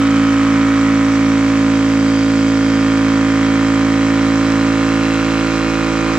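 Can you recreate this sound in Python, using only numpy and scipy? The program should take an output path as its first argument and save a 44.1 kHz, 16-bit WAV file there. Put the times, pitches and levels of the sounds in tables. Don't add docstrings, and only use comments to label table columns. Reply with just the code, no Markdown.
import sys
import numpy as np
from scipy import signal
from scipy.fft import rfft, irfft
from scipy.io import wavfile
from scipy.ndimage import uniform_filter1d, map_coordinates

SR = 44100
rng = np.random.default_rng(int(sys.argv[2]) if len(sys.argv) > 2 else 0)


def transcribe(signal):
    frames = np.atleast_2d(signal).T
    limited = np.clip(frames, -1, 1)
    pcm = np.round(limited * 32767).astype(np.int16)
    wavfile.write(sys.argv[1], SR, pcm)


N = 272538
TIME = np.arange(N) / SR

# time_s, turns_per_s
CRANK_SPEED = [(0.0, 55.374), (0.6, 55.289), (1.2, 55.159), (1.8, 55.025), (2.4, 54.982), (2.9, 54.829),
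               (3.4, 54.896), (4.1, 55.079), (5.0, 55.076), (6.18, 55.113)]
# start_db, creep_db_per_s, change_db as the boom gives way, throb_depth (0-1), throb_fade_s
BOOM_HARMONICS = [(-33.5, 0.24, 1.5, 0.03, 1), (-27.5, 0.11, -4.5, 0, 1), (-31, 0.46, 0.5, 0.5, 1.5),
                  (-24, -0.17, -4.5, 0.29, 5), (-13, -0.41, -5.5, 0, 1), (-31.5, 1.19, 1.5, 0.03, 1)]
# crank_harmonic, level_db
CASING_BUZZ = [(7, -45.5), (8, -36.5), (9, -31), (10, -34.5), (11, -34), (12, -46), (13, -47.5),
               (14, -37.5), (15, -58), (16, -43.5), (17, -42.5), (18, -38), (19, -39), (20, -41.5),
               (21, -46.5), (22, -34.5), (23, -38.5), (24, -38), (25, -37), (26, -36), (27, -41.5),
               (28, -43.5), (29, -42), (30, -51.5), (31, -39.5), (32, -43), (33, -39), (34, -40.5),
               (35, -43), (36, -58.5), (37, -40.5), (38, -41.5), (39, -44.5), (40, -41.5), (41, -45),
               (42, -42.5), (43, -46.5)]
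# share_of_turn, relative level_db, centre_hz, ring_s
CONTACT_POINTS = [(0.049, -4, 1500, 0.0037), (0.271, 2, 494, 0.004), (0.281, -2.5, 4170, 0.001099),
                  (0.431, 1, 1000, 0.0043), (0.548, -8, 4370, 0.0014), (0.681, -2, 2580, 0.0022),
                  (.935, 7.5, 2235, 0.00058), (0.929, -3, 7470, 0.0017)]
# pitch_hz, width_hz, loudest_s, swell_s, level_db at the loudest
METAL_RINGS = [(1320, 56, 0.12, 0.77, -29.5), (2475, 36, 6.8, 1.2, -38.5), (2650, 160, 5.2, 0.52, -34.5),
               (3070, 20, .2, 0.33, -36.5), (3168, 35, 3, 2.2, -40.5), (4024, 26, 5.3, 1.6, -40.5),
               (4820, 42, 2.3, 0.61, -41.5), (4870, 45, 5.6, 1.8, -47.5), (5830, 110, 1.1, .5, -50)]
# band_hz, relative level_db
AIR_COLOUR = [(25, -16), (80, -11), (160, -4.5), (290, 0.5), (420, -4.5), (780, -11.5), (1170, 1.5),
              (1550, -3.5), (2250, -3.5), (3200, -12.5), (4600, -13), (6000, -14), (7100, -15),
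              (8900, -30.5), (13000, -39.5)]
# band_hz, likeness (1 = the same on both sides)
SIDE_LIKENESS = [(250, 0.97), (550, 1), (1000, .92), (2000, 0.76), (3300, 0.84), (4700, 0.84), (6600, .33),
                 (10000, 0.13)]
# band_hz, left_minus_right_db
SIDE_BALANCE = [(60, -6), (250, 4.5), (560, -2.5), (900, -2.5), (1400, -1.5), (2200, -1), (3300, -0.5),
                (5600, -6), (7600, -1.5), (12000, -1)]
# time_s, level_db
KNOCK_LEVEL = [(0.1, -24), (0.52, -23), (2.42, -26.5), (2.89, -24), (4.04, -24.5), (6.02, -24),
               (6.1, -22.5)]
# centre_hz, rise_db_per_s, share of the knocks' swing
REGISTER_SWELL = [(250, 0.5, 0.77), (520, 0.43, -0.47), (1200, 0.1, 1.4), (2200, 0.05, 0.68),
                  (5000, 0.19, -0.064)]

GIVES_WAY_S, GIVES_WAY_LENGTH_S = 4.4, 1.57
THROB_HZ, THROB_DIP_S = 2.71, 0.37
BOOM_PAN_DB, BOOM_PAN_DB_PER_S, BOOM_PAN_SHIFT_DB = -2, -0.17, -2
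ECHO_LATEST_S, ECHO_DB = 0.006, -13
LEFT_LAG_S = 0.000045
CUTOFF_HZ = 14500
HALF_EACH_SIDE = np.array([[0.5], [-0.5]])


def from_db(db):
    return 10 ** (np.asarray(db) / 20)


def rms_one(x):
    return x / np.sqrt(np.mean(x ** 2) + 1e-20)


def in_time(rows):
    time_s, *columns = np.transpose(rows)
    return [np.interp(TIME, time_s, column) for column in columns]


def at_hz(points, hz):
    point_hz, values = np.transpose(points)
    return np.interp(np.log(hz), np.log(point_hz), values)


def drift(rate_hz, hop=200, settle=2000):
    pole = np.exp(-2 * np.pi * rate_hz * hop / SR)
    noise = rng.standard_normal(N // hop + settle + 2)
    slow = signal.lfilter([1], [1, -2 * pole, pole * pole], noise)[settle:]
    return np.interp(np.arange(N) / hop, np.arange(len(slow)), rms_one(slow))


def panned(hz):
    return from_db(at_hz(SIDE_BALANCE, hz) * HALF_EACH_SIDE)


def boom(turn, speed, pulse_at=-0.012, intake_hz=160, intake_q=4.9, cavity_hz=305, cavity_q=7.5):
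    progress = np.clip((TIME - GIVES_WAY_S) / GIVES_WAY_LENGTH_S, 0, 1)
    thinned = np.sin(np.pi / 2 * progress) ** 2
    throb = -np.cos(2 * np.pi * THROB_HZ * (TIME - THROB_DIP_S))
    pan_db = BOOM_PAN_DB + BOOM_PAN_DB_PER_S * TIME + BOOM_PAN_SHIFT_DB * thinned
    resonances = [(intake_hz, intake_q), (cavity_hz, cavity_q)]
    out = 0
    for k, (start_db, creep_db_per_s, change_db, depth, fade_s) in enumerate(BOOM_HARMONICS, 1):
        hz = k * speed
        lag = sum(np.arctan(q * (hz / f - f / hz)) for f, q in resonances)
        sides_db = pan_db * min(hz / 260, 1) * HALF_EACH_SIDE
        gain = from_db(start_db + creep_db_per_s * TIME + change_db * thinned + sides_db)
        throbbing = 1 + depth * np.exp(-TIME / fade_s) * throb
        out = out - gain * throbbing * np.cos(2 * np.pi * k * (turn - pulse_at) - lag)
    return np.sqrt(2) * out


def motor(turn, hum_db=-49, sideband_db=-46, whine_db=-49):
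    # hz, rotor multiple, level_db
    tones = [(120, 0, hum_db), (120, 2, hum_db), (120, 3, sideband_db), (480, 1, whine_db)]
    return np.sqrt(2) * sum(from_db(db) * np.sin(2 * np.pi * (hz * TIME + k * turn))
                            for hz, k, db in tones)


def contact_power(hz):
    _, level_db, centre_hz, _ = np.transpose(CONTACT_POINTS)
    octaves_off = np.log2(np.divide.outer(hz, centre_hz))
    return from_db(level_db) ** 2 * np.exp(-octaves_off ** 2)


def contact_decays(turn, speed, uneven_db):
    rows = []
    for share, _, _, ring_s in CONTACT_POINTS:
        turns_since = turn - share + 2
        strength = from_db(uneven_db * rng.standard_normal(size=400))
        decay = np.exp(-(turns_since % 1) / speed / ring_s)
        rows.append(strength[turns_since.astype(int)] * decay)
    return np.array(rows)


def work_gain(work, hz):
    centre_hz, rise_db_per_s, follows = np.transpose(REGISTER_SWELL)
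    weights = [np.interp(np.log(hz), np.log(centre_hz), column) for column in (rise_db_per_s, follows)]
    return from_db(np.transpose(weights) @ work)


def knock_phases(k, speed, snap=1.1, size=1024):
    decays = contact_decays(np.arange(size) / size, speed, 0)
    tails = np.array([rms_one(rfft(decay * rng.standard_normal(size)))[k] for decay in decays]).T
    impacts = np.exp(-2j * np.pi * np.outer(k, np.array(CONTACT_POINTS)[:, 0]))
    strength = np.sqrt(contact_power(k * speed))
    return np.angle(np.sum(strength * (snap * impacts + tails), axis=1))


def buzz(turn, speed, work, top_db=-48, fall_db_per_octave=-12, wander_db=1.06, wander_rad=0.33,
         apart_rad=0.3, jitter_s=0.000015, size=4096, count=32):
    k = np.arange(7, 140)
    hz = k * speed
    listed_db, last = dict(CASING_BUZZ), CASING_BUZZ[-1][0]
    level_db = np.array([listed_db.get(n, top_db + fall_db_per_octave * np.log2(n / last)) for n in k])

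    loose = np.minimum(hz / 1500, 1.5)[:, None]
    wander = uniform_filter1d(rng.standard_normal((2, len(k), count)), size=7, mode="wrap")
    louder, later = rms_one(wander) * loose
    work_steps = work[:, ::N // count][:, :count]
    gain = from_db(level_db[:, None] + wander_db * louder) * work_gain(work_steps, hz)
    phase = knock_phases(k, speed)[:, None] + wander_rad * later
    apart = apart_rad * loose * rng.standard_normal((2, len(k), 1))

    harmonics = np.zeros((2, size // 2 + 1, count), complex)
    harmonics[:, k] = panned(hz)[..., None] * gain * np.exp(1j * (phase + apart))
    shapes = irfft(harmonics, axis=1) * size / np.sqrt(2)

    angle = (turn + jitter_s * speed * drift(40)) % 1
    place = [angle * size, np.linspace(0, count - 1, N)]
    return np.array([map_coordinates(shape, place, order=1, mode="grid-wrap") for shape in shapes])


def corner(sound, count=5):
    lags = (ECHO_LATEST_S * SR * rng.uniform(0.2, 1, (2, count))).astype(int)
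    treble = signal.sosfilt(signal.butter(2, 3000, "high", fs=SR, output="sos"), sound)
    echoes = [sum(np.pad(side, (lag, 0))[:N] for lag in row) for side, row in zip(treble, lags)]
    return sound + from_db(ECHO_DB) * np.array(echoes)


def rattle(turn, speed, work, air_db=-27.5, steady_db=-10, uneven_db=1.5, flutter_db=0.62):
    flares = contact_decays(turn, speed, uneven_db) ** 2
    white = rng.standard_normal((2, 2, N))
    edges_hz = np.geomspace(20, 16000, 30)
    out = 0
    for k, (low, high) in enumerate(zip(edges_hz, edges_hz[1:])):
        hz = np.sqrt(low * high)
        flare = rms_one(np.sqrt(from_db(steady_db) ** 2 + contact_power(hz) @ flares))
        band = signal.butter(3, [low, high], "band", fs=SR, output="sos")
        mid, side = signal.sosfilt(band, white[k % 2] * flare)
        alike = np.clip(at_hz(SIDE_LIKENESS, hz), -1, 1)
        stereo = np.sqrt(1 + alike) * mid + np.sqrt(1 - alike) * side * [[1], [-1]]
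        gain = from_db(at_hz(AIR_COLOUR, hz) + flutter_db * drift(15.0)) * work_gain(work, hz)
        out = out + gain * panned(hz) * stereo
    return from_db(air_db) * rms_one(corner(out))


def singing_metal(turn, struck_at=0.3, uneven=0.2, rub_per_hz=0.0001):
    slaps = np.diff(np.floor(turn - struck_at), prepend=-1) * (1 + uneven * rng.standard_normal(N))
    out = 0
    for hz, width_hz, loudest_s, swell_s, level_db in METAL_RINGS:
        pole = np.exp(-np.pi * width_hz / SR)
        drive = slaps + rub_per_hz * width_hz * rng.standard_normal((2, N))
        feedback = [1, -2 * pole * np.cos(2 * np.pi * hz / SR), pole * pole]
        ring = signal.lfilter([1, 0, -1], feedback, drive)
        swell = np.exp(-0.5 * ((TIME - loudest_s) / swell_s) ** 2)
        out = out + panned(hz) * from_db(level_db) * swell * rms_one(ring)
    return out


def scene():
    speed, = in_time(CRANK_SPEED)
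    turn = np.cumsum(speed) / SR + 0.02
    mean_speed = speed.mean()
    knocks_db, = in_time(KNOCK_LEVEL)
    work = np.array([TIME - TIME.mean(), knocks_db - knocks_db.mean()])
    left, right = (boom(turn, mean_speed) + motor(turn) + buzz(turn, mean_speed, work)
                   + rattle(turn, mean_speed, work) + singing_metal(turn))
    late = round(LEFT_LAG_S * SR)
    return np.array([np.pad(left, (late, 0), mode="edge")[:N], right])


def record(dry):
    return signal.sosfilt(signal.butter(14, CUTOFF_HZ, fs=SR, output="sos"), dry)


dry = scene()
out = record(dry)
transcribe(out)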